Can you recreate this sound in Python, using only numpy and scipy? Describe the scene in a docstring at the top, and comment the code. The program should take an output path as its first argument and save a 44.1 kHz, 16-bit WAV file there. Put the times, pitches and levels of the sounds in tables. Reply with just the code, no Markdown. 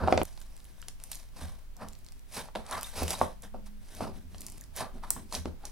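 """A loud, popping squelch of bead-filled slime, which breaks off abruptly after a quarter second.
Hands then press, fold and peel the slime in a plastic tub, close to a stereo microphone in a small room.
Sticky threads tear in dense crackles, air squelches out of the folds, small bubbles snap and big
pockets pop as resonating cavities. Pushed against the table, the tub booms in its damped modes.
Beneath it all lie a low rumble, a faint hiss and, briefly, a hum."""
import sys
import numpy as np
from scipy import signal
from scipy.fft import rfft, irfft
from scipy.io import wavfile
from scipy.ndimage import uniform_filter1d, map_coordinates

SR = 44100
rng = np.random.default_rng(int(sys.argv[2]) if len(sys.argv) > 2 else 0)


def store_wav(level_fs):
    """Save 16-bit WAV to argv[1]."""
    pcm = np.round(np.clip(np.atleast_2d(level_fs), -1, 1) * 32767)
    wavfile.write(sys.argv[1], SR, pcm.T.astype(np.int16))


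N = 251811
TIME = np.arange(N) / SR
FOLD_HZ = 770.8  # pitch of a middling fold, which leaves the squelch bands unshifted

# the flat hand bearing down: (t/s, duration/s, crackle level/dB, moved mass level/dB)
PRESSES = [(0.243, 0.1, -60, -64), (0.359, 0.53, -65.5, -66), (1.02, 0.19, -60, -66.5),
           (1.874, .3, -70, -64), (4.32, .27, -59.5, -54), (5.058, 0.17, -63, -50)]


def undb(db):
    """Amplitude ratio of a level in decibels."""
    return 10 ** (np.asarray(db) / 20)


def unit(x):
    """Normalisation to rms 1."""
    return x / np.sqrt(np.mean(x ** 2))


def band(x, hz, octaves, order=2):
    """Butterworth band-pass around hz, its edges kept below the Nyquist frequency."""
    edges = [min(hz * 2 ** (-octaves / 2), SR / 3), min(hz * 2 ** (octaves / 2), SR / 2 - 1000)]
    return signal.sosfilt(signal.butter(order, edges, "band", fs=SR, output="sos"), x + 1e-18)


def add(track, s, sound):
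    """Superposition of a sound on the track at time s."""
    i = max(int(s * SR), 0)
    track[i:i + len(sound)] += sound[:N - i]


def walk(per_s):
    """Slow random modulation: smoothed Gaussian steps, spread near 1."""
    k = int(SR / per_s)
    steps = np.repeat(rng.standard_normal(N // k + 1), k)
    return 1.3 * uniform_filter1d(uniform_filter1d(steps, k), k)[:N]


def swell(s, rise_s, hold_s, fade_s):
    """Exponential growth to 1 at time s, hold and decay; 20 dB per rise or fade time."""
    before, after = np.maximum(s - TIME, 0), np.maximum(TIME - s - hold_s, 0)
    return undb(-20 * (before / max(rise_s, 1e-3) + after / max(fade_s, 1e-3)))


def bend(x, ratio):
    """Resampling scales every frequency by a time-varying ratio."""
    return map_coordinates(x, [np.cumsum(ratio)], mode="mirror")


def air():
    """Ambient noise: rumble and faint hiss, weakly correlated between the channels."""
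    # spectrum of still room air: (f/Hz, relative spectral level/dB)
    spectrum = [(12, -3), (22, 11.5), (35, -9.5), (50, 0), (80, -15), (130, -17.5), (300, -29), (700, -36),
                (2000, -38.5), (7500, -46), (10000, -45), (16000, -45)]
    hz, db = np.transpose(spectrum)
    colour = undb(np.interp(np.log(np.fft.rfftfreq(N, 1 / SR) + 1), np.log(hz), db))
    noise = rng.standard_normal((2, N)) + 0.18 * rng.standard_normal(N)
    return undb(-45) * unit(irfft(rfft(noise) * colour, N))


def room(x, wet_db, t60_low=0.25, t60_high=0.27, near_db=-13, near_s=0.0029, bass_db=6, break_s=.2345):
    """Convolution with a stereo impulse response: direct sound, tub-wall reflections, reverberation."""
    t = TIME[:SR // 2]
    noise = rng.standard_normal((2, len(t)))
    low, bass, full = (signal.sosfilt(signal.butter(1, hz, fs=SR, output="sos"), noise)
                       for hz in (1800, 260, 12000))
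    low_tail = (low + undb(bass_db) * bass) * undb(-60 * t / t60_low)
    high_tail = (full - low) * undb(-60 * t / t60_high)
    tail = (low_tail + high_tail) * (t > .004)
    near = rng.standard_normal((2, len(t))) * np.exp(-t / near_s) * (t > .0006)
    response = (undb(wet_db) * unit(tail) + undb(near_db) * unit(near)) / np.sqrt(len(t))
    response[0, :2] += [0.1, 0.9]  # the direct sound reaches the left a fraction of a sample later
    response[1, 0] += 1
    first = TIME < break_s  # the opening scene breaks off here, echo and all, and the next scene begins
    echo = lambda part: signal.fftconvolve(part[None], response, axes=1)[:, :N]
    return echo(x * first) * first + echo(x * ~first)


def hum(glide_hz_per_s=28):
    """Frequency modulation: a faint low tone wavers and rises a little as it comes and goes."""
    # swells of the hum: (t/s, duration/s, f/Hz at time t, level/dB)
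    tones = [(3.58, 0.22, 204, -54.5), (4.3, 0.19, 198.6, -64)]
    out = 0
    for s, length_s, hz, db in tones:
        pitch = (hz + glide_hz_per_s * (TIME - s)) * (1 + .01 * walk(24.6))
        tone = unit(np.sin(2 * np.pi * np.cumsum(pitch) / SR))
        out = out + undb(db) * swell(s, rise_s=0.31, hold_s=length_s, fade_s=0.11) * tone
    return out


def tub(onset_s=0.018):
    """Modal vibration: a soft push through the slime excites the tub's damped modes."""
    # modes of the tub: (f/Hz, relative level/dB, T60/s)
    modes = [(80.4, 2.5, 0.19), (108.9, -9.5, 0.13), (175.1, -9.5, 0.2), (245.4, -4.5, 0.077),
             (365, -18, 0.084)]
    # pushes against the table: (t/s, level/dB)
    thumps = [(0.016, -27), (0.127, -28.5), (0.201, -45), (1.414, -36), (1.828, -44), (3.011, -29),
              (3.211, -41), (4.012, -49), (4.241, -45), (4.33, -46), (4.679, -51), (5.369, -35.5),
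              (5.459, -39)]
    t = TIME[:SR // 2]
    ring = sum(undb(db - 60 * t / t60) * np.sin(2 * np.pi * hz * t) for hz, db, t60 in modes)
    ring = ring * (1 - np.exp(-t / onset_s))
    out = np.zeros(N)
    for s, db in thumps:
        add(out, s, undb(db) * ring / np.abs(ring).max())
    return out


def bubble(hz, ring_ms, glide=0.044):
    """Cavity resonance: the oscillation swells and rings out, rising slightly in pitch; peak 1."""
    t = TIME[:SR // 24]
    age = t * 1000 / ring_ms
    ring = age * np.exp(-age) * np.sin(2 * np.pi * hz * t * (1 + glide * np.tanh(age / 10)))
    return ring / np.abs(ring).max()


def rip(hz, ring_ms, octaves, order=2):
    """Rupture of a film: an impulse, then the torn edge flutters as decaying band-limited noise."""
    t = TIME[:SR // 24]
    fade = np.exp(-t * 1000 / ring_ms)
    flutter = rng.standard_normal(len(t)) * fade
    flutter[0] = 1.83  # the impulse
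    burst = band(flutter, hz, octaves, order=order)
    return .5 * burst * np.sqrt(np.sum(fade ** 2) / np.sum(burst ** 2))


def faint_snaps(per_s=24, centre_hz=6760, ring_ms=0.63, knock_db=-5.5, max_count=32):
    """A random point process: rows for snaps(), scattered through each press above its crackle level."""
    rows = []
    for s, length_s, crackle_db, _ in PRESSES:
        draws = np.column_stack([rng.random(max_count), rng.uniform(-2.17, 2.15, (max_count, 2))])
        for when, size, pitch in draws[:round(per_s * length_s)]:
            db = crackle_db + 18 + 7 * size
            rows.append((s + when * length_s, db, centre_hz * 2 ** (0.57 * pitch), ring_ms, knock_db))
    return rows


def snaps():
    """Broadband transients: small taut bubbles burst with a bright tick and a dull knock; a few ring."""
    # the clearest bursts: (t/s, level/dB, f/Hz, decay time/ms, knock level/dB re tick)
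    bursts = [(.2325, -22, 10600, 1.2, -21), (.2525, -32.5, 8700, 2.1, -6), (.403, -37, 10000, 0.59, -7),
              (.415, -53, 5000, 2.2, 15), (.577, -46.5, 7000, 0.99, 0), (.644, -36, 9070, 0.41, -21),
              (.817, -32.5, 8400, .74, -18), (.8838, -27, 6500, 1.4, -1), (1.001, -42.5, 9000, 0.55, 4),
              (1.038, -25.5, 9000, 1.5, -15), (1.116, -23.5, 10000, 2.8, -6.5),
              (1.155, -24.5, 6900, 0.59, -20), (1.767, -34.5, 7240, 0.42, -15),
              (1.886, -29, 7450, 0.63, -12.5), (1.927, -41, 6970, .7, -19), (1.989, -41, 8000, .55, -20),
              (2.047, -38.5, 7640, 0.4, -15), (2.194, -44, 6960, .45, 0.5), (2.665, -34, 6030, 1.3, -15),
              (2.7115, -20, 7700, 0.74, -29), (2.811, -25, 8800, .99, -11), (2.8313, -19, 10280, 0.67, -4),
              (3.032, -15, 10500, 0.394, -29), (3.08, -24, 7060, 1.8, 1), (3.1058, -14, 7850, 0.86, -5),
              (3.19, -30, 6010, 1, -5), (3.422, -34.5, 9800, 1.8, -26), (3.95, -31, 9000, 0.62, -16),
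              (4.382, -35.5, 5953, 1.2, -22), (4.407, -30.5, 9080, 3.1, -32),
              (4.418, -31.5, 9500, 1.5, -34), (4.4655, -25, 8220, 1.9, -40), (4.5, -30, 9500, 0.76, -21),
              (4.521, -34, 8590, 1.24, -19), (4.581, -33, 7900, 0.48, -11.5),
              (4.611, -29.5, 9517, 0.77, -23), (4.639, -37.5, 7000, 0.62, -3),
              (4.7635, -22, 10090, 0.95, -22), (5.105, -3.5, 9436, 0.77, -28),
              (5.3252, -23, 5920, 1.1, -15), (5.35, -20.5, 4935, 3.9, -32), (5.4563, -31, 4502, 0.49, -20),
              (5.653, -26, 7200, 2.27, -35)]
    # tiny bubbles with a clear pitch: (t/s, level/dB, f/Hz, decay time/ms)
    blips = [(2.843, -35.5, 3580, 2.2), (2.989, -38, 3805, 1.6), (3.151, -35, 3800, 1.6),
             (4.618, -51.5, 1780, 1.3)]
    out = np.zeros(N)
    for s, db, hz, ring_ms, knock_db in list(bursts) + faint_snaps():
        add(out, s, undb(db) * rip(hz, ring_ms, octaves=1.14))
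        add(out, s, undb(db + knock_db) * rip(2200, 1.4 * ring_ms, octaves=4.84))
    for s, db, hz, ring_ms in blips:
        add(out, s, undb(db) * bubble(hz, ring_ms))
    return out


def pops():
    """Impulsive excitation: a bursting air pocket rings, with a flap of loose slime and a wet edge."""
    # air pockets: (t/s, level/dB, f/Hz, decay time/ms, relative level of the wet edge/dB)
    pockets = [(.075, -17, 670, 1.25, -11), (.083, -11, 690, 0.54, -22), (.125, -6, 676, 0.97, -9),
               (.176, -13.5, 580, 1.14, -1.5), (.216, -12.5, 503, 0.27, -10), (.377, -47.5, 870, 0.8, -1),
               (.826, -37, 1530, 0.44, 0), (2.486, -40.5, 880, .79, -6), (2.552, -31.5, 880, 1.5, 1),
               (2.5573, -24, 613, 1.2, -1), (2.712, -35, 976, 2.8, -21), (2.729, -37, 1110, 3.2, -17),
               (2.75, -31.5, 1030, 1.7, -9), (2.766, -46, 1235, 1.3, -12.5),
               (3.0211, -22, 520.4, 0.79, -24), (3.2141, -9, 747, 0.61, -34),
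               (3.5453, -29.5, 594.4, 0.96, -36), (4.007, -23.5, 662.6, 1.05, -25),
               (4.346, -40.5, 641.5, 0.67, 1.5), (5.036, -32, 948, 1.15, -18),
               (5.107, -31.5, 1141, 0.51, -18), (5.164, -35.5, 1013, 1.24, -16),
               (5.324, -33, 940, 1.15, -13), (5.457, -20.5, 429.7, 0.26, -10.5),
               (5.637, -44.5, 811, 4, -21)]
    out = np.zeros(N)
    for s, db, hz, ring_ms, edge_db in pockets:
        add(out, s, undb(db - 0.5) * bubble(hz, ring_ms))
        add(out, s, undb(db - 2.5) * rip(hz * 0.72, 4.1 * ring_ms, octaves=2.54, order=4))  # flap
        add(out, s, undb(db + edge_db) * rip(2220, 1.64, octaves=1.75))
    return out


def hollow(x):
    """Cavity modes: the air between hand and tub adds narrow resonances."""
    # resonances of the hollow: (f/Hz, bandwidth/Hz, gain/dB)
    modes = [(1559.7, 70, 4), (2020, 43, -14.5), (3125, 67, -1), (3760, 14, -4.5), (4175, 44, -6.5),
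             (5320, 170, -16.5)]
    return x + sum(undb(db) * signal.lfilter(*signal.iirpeak(hz, hz / width, fs=SR), x)
                   for hz, width, db in modes)


def grains(bands, per_s, spread_db, octaves):
    """Shot noise: random impulses, per_s in each band, ring briefly near the band's centre; rms 1."""
    out = 0
    for hz, db in bands:
        size = undb(spread_db * np.minimum(rng.standard_exponential(N), 4)) * rng.choice([-1, 1], N)
        clicks = size * (rng.random(N) < per_s / SR)
        # the hand feeds energy in steadily, so the bursts of each moment share it
        clicks = clicks / np.sqrt(uniform_filter1d(clicks ** 2, SR // 40) + 1e-3)
        out = out + undb(db) * unit(band(clicks, hz, octaves, order=3))
    return unit(out)


def effort(air_lag_s=0.0024, mass_lag_s=0.0052):
    """Incoherent sources add in power: envelopes of tearing, air flow and moved mass, and fold pitch."""
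    # strokes of the hand that pull or fold the slime:
    # (t/s, rise/s, hold/s, fade/s, tearing level/dB, air level/dB, mass level/dB, f/Hz of the fold)
    strokes = [(0, 0.026, 0.062, 0.049, -60.5, -33, -34.5, 711),
               (0.083, 0.073, 0.13, 0.018, -54, -35.5, -35, 668.6),
               (1.391, 0.055, 0.0085, 0.22, -49, -47.5, -49, 762.5),
               (1.817, 0.042, 0.011, 0.0788, -57.5, -39.5, -42, 790.4),
               (2.347, 0.052, 0.018, 0.083, -42.5, -49, -56, 759.5),
               (2.375, 0.0349, 0.0078, 0.0801, -41, -37, -41.5, 742.7),
               (2.553, 0.0075, .005, 0.085, -51.5, -41, -39.5, 707.5),
               (2.725, 0.078, 0.048, 0.075, -45, -36, -47, 899.2),
               (2.845, 0.067, 0.013, .16, -45, -54.5, -60.5, 860),
               (2.973, .05, 0.039, 0.14, -39.5, -37.5, -43, 683.5),
               (3.11, .09, 0.024, .1, -38, -39, -42.5, 730.7),
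               (3.21, 0.0394, 0.021, 0.097, -44, -41.5, -41.5, 801),
               (3.435, 0.014, .005, 0.055, -50, -47, -46.5, 753.7),
               (3.539, 0.0075, 0.0025, 0.11, -71.5, -52, -44, 618),
               (3.667, 0.015, 0.0035, 0.025, -51, -53, -57, 921),
               (3.972, 0.18, 0.051, 0.065, -51, -54, -50, 681.6),
               (4.017, 0.038, 0.028, .1, -53.5, -36, -34, 638),
               (4.162, 0.0797, 0.0095, 0.115, -60, -64.5, -48, 647),
               (4.776, 0.033, 0.036, 0.048, -40.5, -48.5, -52, 738.6),
               (4.812, 0.052, 0.0087, .075, -54, -32.5, -40.5, 772),
               (4.948, .04, 0.0056, 0.088, -64, -54, -44.5, 628.5),
               (5.034, 0.016, 0.0057, 0.088, -58, -45.5, -58, 904),
               (5.165, 0.011, 0.0036, 0.057, -57.5, -48.5, -40, 723.5),
               (5.335, 0.032, 0.021, 0.069, -39, -41, -43.5, 694.4),
               (5.449, 0.0056, .003, .11, -61, -49, -38.5, 678),
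               (5.648, 0.067, 0.006, 0.07, -58.5, -49, -52, 745)]
    # trapped air hissing out of a broken bubble: (t/s, level/dB)
    vents = [(0.883, -64.5), (1.115, -47), (4.465, -59), (5.104, -50.5), (5.653, -52.5)]
    tear, air_flow, mass, fold_shift = np.zeros((4, N))
    for s, rise_s, hold_s, fade_s, tear_db, air_db, mass_db, fold_hz in strokes:
        # threads tear first, then air escapes, then the mass follows
        tear += (undb(tear_db) * swell(s, rise_s, hold_s, fade_s)) ** 2
        puff = (undb(air_db) * swell(s + air_lag_s, rise_s, hold_s, fade_s)) ** 2
        mass += (undb(mass_db) * swell(s + mass_lag_s, rise_s, hold_s, fade_s)) ** 2
        air_flow += puff
        fold_shift += puff * (fold_hz - FOLD_HZ)
    for s, length_s, crackle_db, mass_db in PRESSES:
        weight = swell(s, rise_s=0.045, hold_s=length_s, fade_s=.15)
        tear += (undb(crackle_db) * weight) ** 2
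        air_flow += (undb(crackle_db - 4) * weight) ** 2
        mass += (undb(mass_db) * weight) ** 2
    for s, db in vents:
        tear += (undb(db) * swell(s, rise_s=.005, hold_s=0.019, fade_s=0.1)) ** 2
    return np.sqrt(tear), np.sqrt(air_flow), np.sqrt(mass), FOLD_HZ + fold_shift / air_flow


def kneading(smack_air_share=0.31, drift_octaves=.14):
    """Modulated shot noise: threads tear, skin smacks, air squelches and the slime's mass shifts."""
    # band centres of those four sources, in that order: (f/Hz, relative level/dB)
    thread_bands = [(5500, -1.5), (6900, -6), (9100, 0.5), (10900, -0.5), (14000, -8.5)]
    smack_bands = [(1800, -3), (2300, 0), (3200, -2.5), (4100, 2.2)]
    squelch_bands = [(470, -1.5), (600, 5), (760, 4), (960, 5.5), (1220, -8), (1520, -0.5)]
    mass_bands = [(81, -3), (125, -6.5), (190, 0.5), (255, -3.5), (355, -7)]
    tear, air_flow, motion, fold_hz = effort()
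    contact = tear ** (1 - smack_air_share) * air_flow ** smack_air_share  # where tearing meets air
    per_s = 450 + 1200 * np.sqrt(tear / tear.max())  # harder work tears more threads
    slip = undb(2.03 * walk(170) + 0.68 * walk(55))  # the slime lets go in jerks
    drift = 2 ** (drift_octaves * walk(18))  # the gaps under the fingers keep changing size
    crackle = tear * undb(-2.5) * grains(thread_bands, per_s, spread_db=1.5, octaves=0.43)
    smacks = contact * undb(-6) * bend(grains(smack_bands, per_s, spread_db=0, octaves=0.37), drift)
    bubbling = grains(squelch_bands, per_s=700, spread_db=1.5, octaves=0.59)
    squelches = air_flow * undb(-2.96) * bend(bubbling, fold_hz / FOLD_HZ)
    mass = motion * undb(-5) * grains(mass_bands, per_s=400, spread_db=1.5, octaves=0.46)
    return slip * (hollow(crackle + smacks) + squelches) + mass


def scene():
    """Superposition: the sources reverberate in one room, slightly louder on the right, over its noise."""
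    slime = room(kneading(), wet_db=-13) + room(pops(), wet_db=-9.5) + room(snaps(), wet_db=-9.5)
    lows = room(tub() + hum(), wet_db=-11.5)
    return (slime + lows) * undb([[-.3], [.3]]) + air()


def record(dry, top_hz=15800):
    """Band limiting: a steep elliptic low-pass removes the highest treble."""
    return signal.sosfilt(signal.ellip(8, .2, 70, top_hz, fs=SR, output="sos"), dry)


dry = scene()
out = record(dry)
store_wav(out)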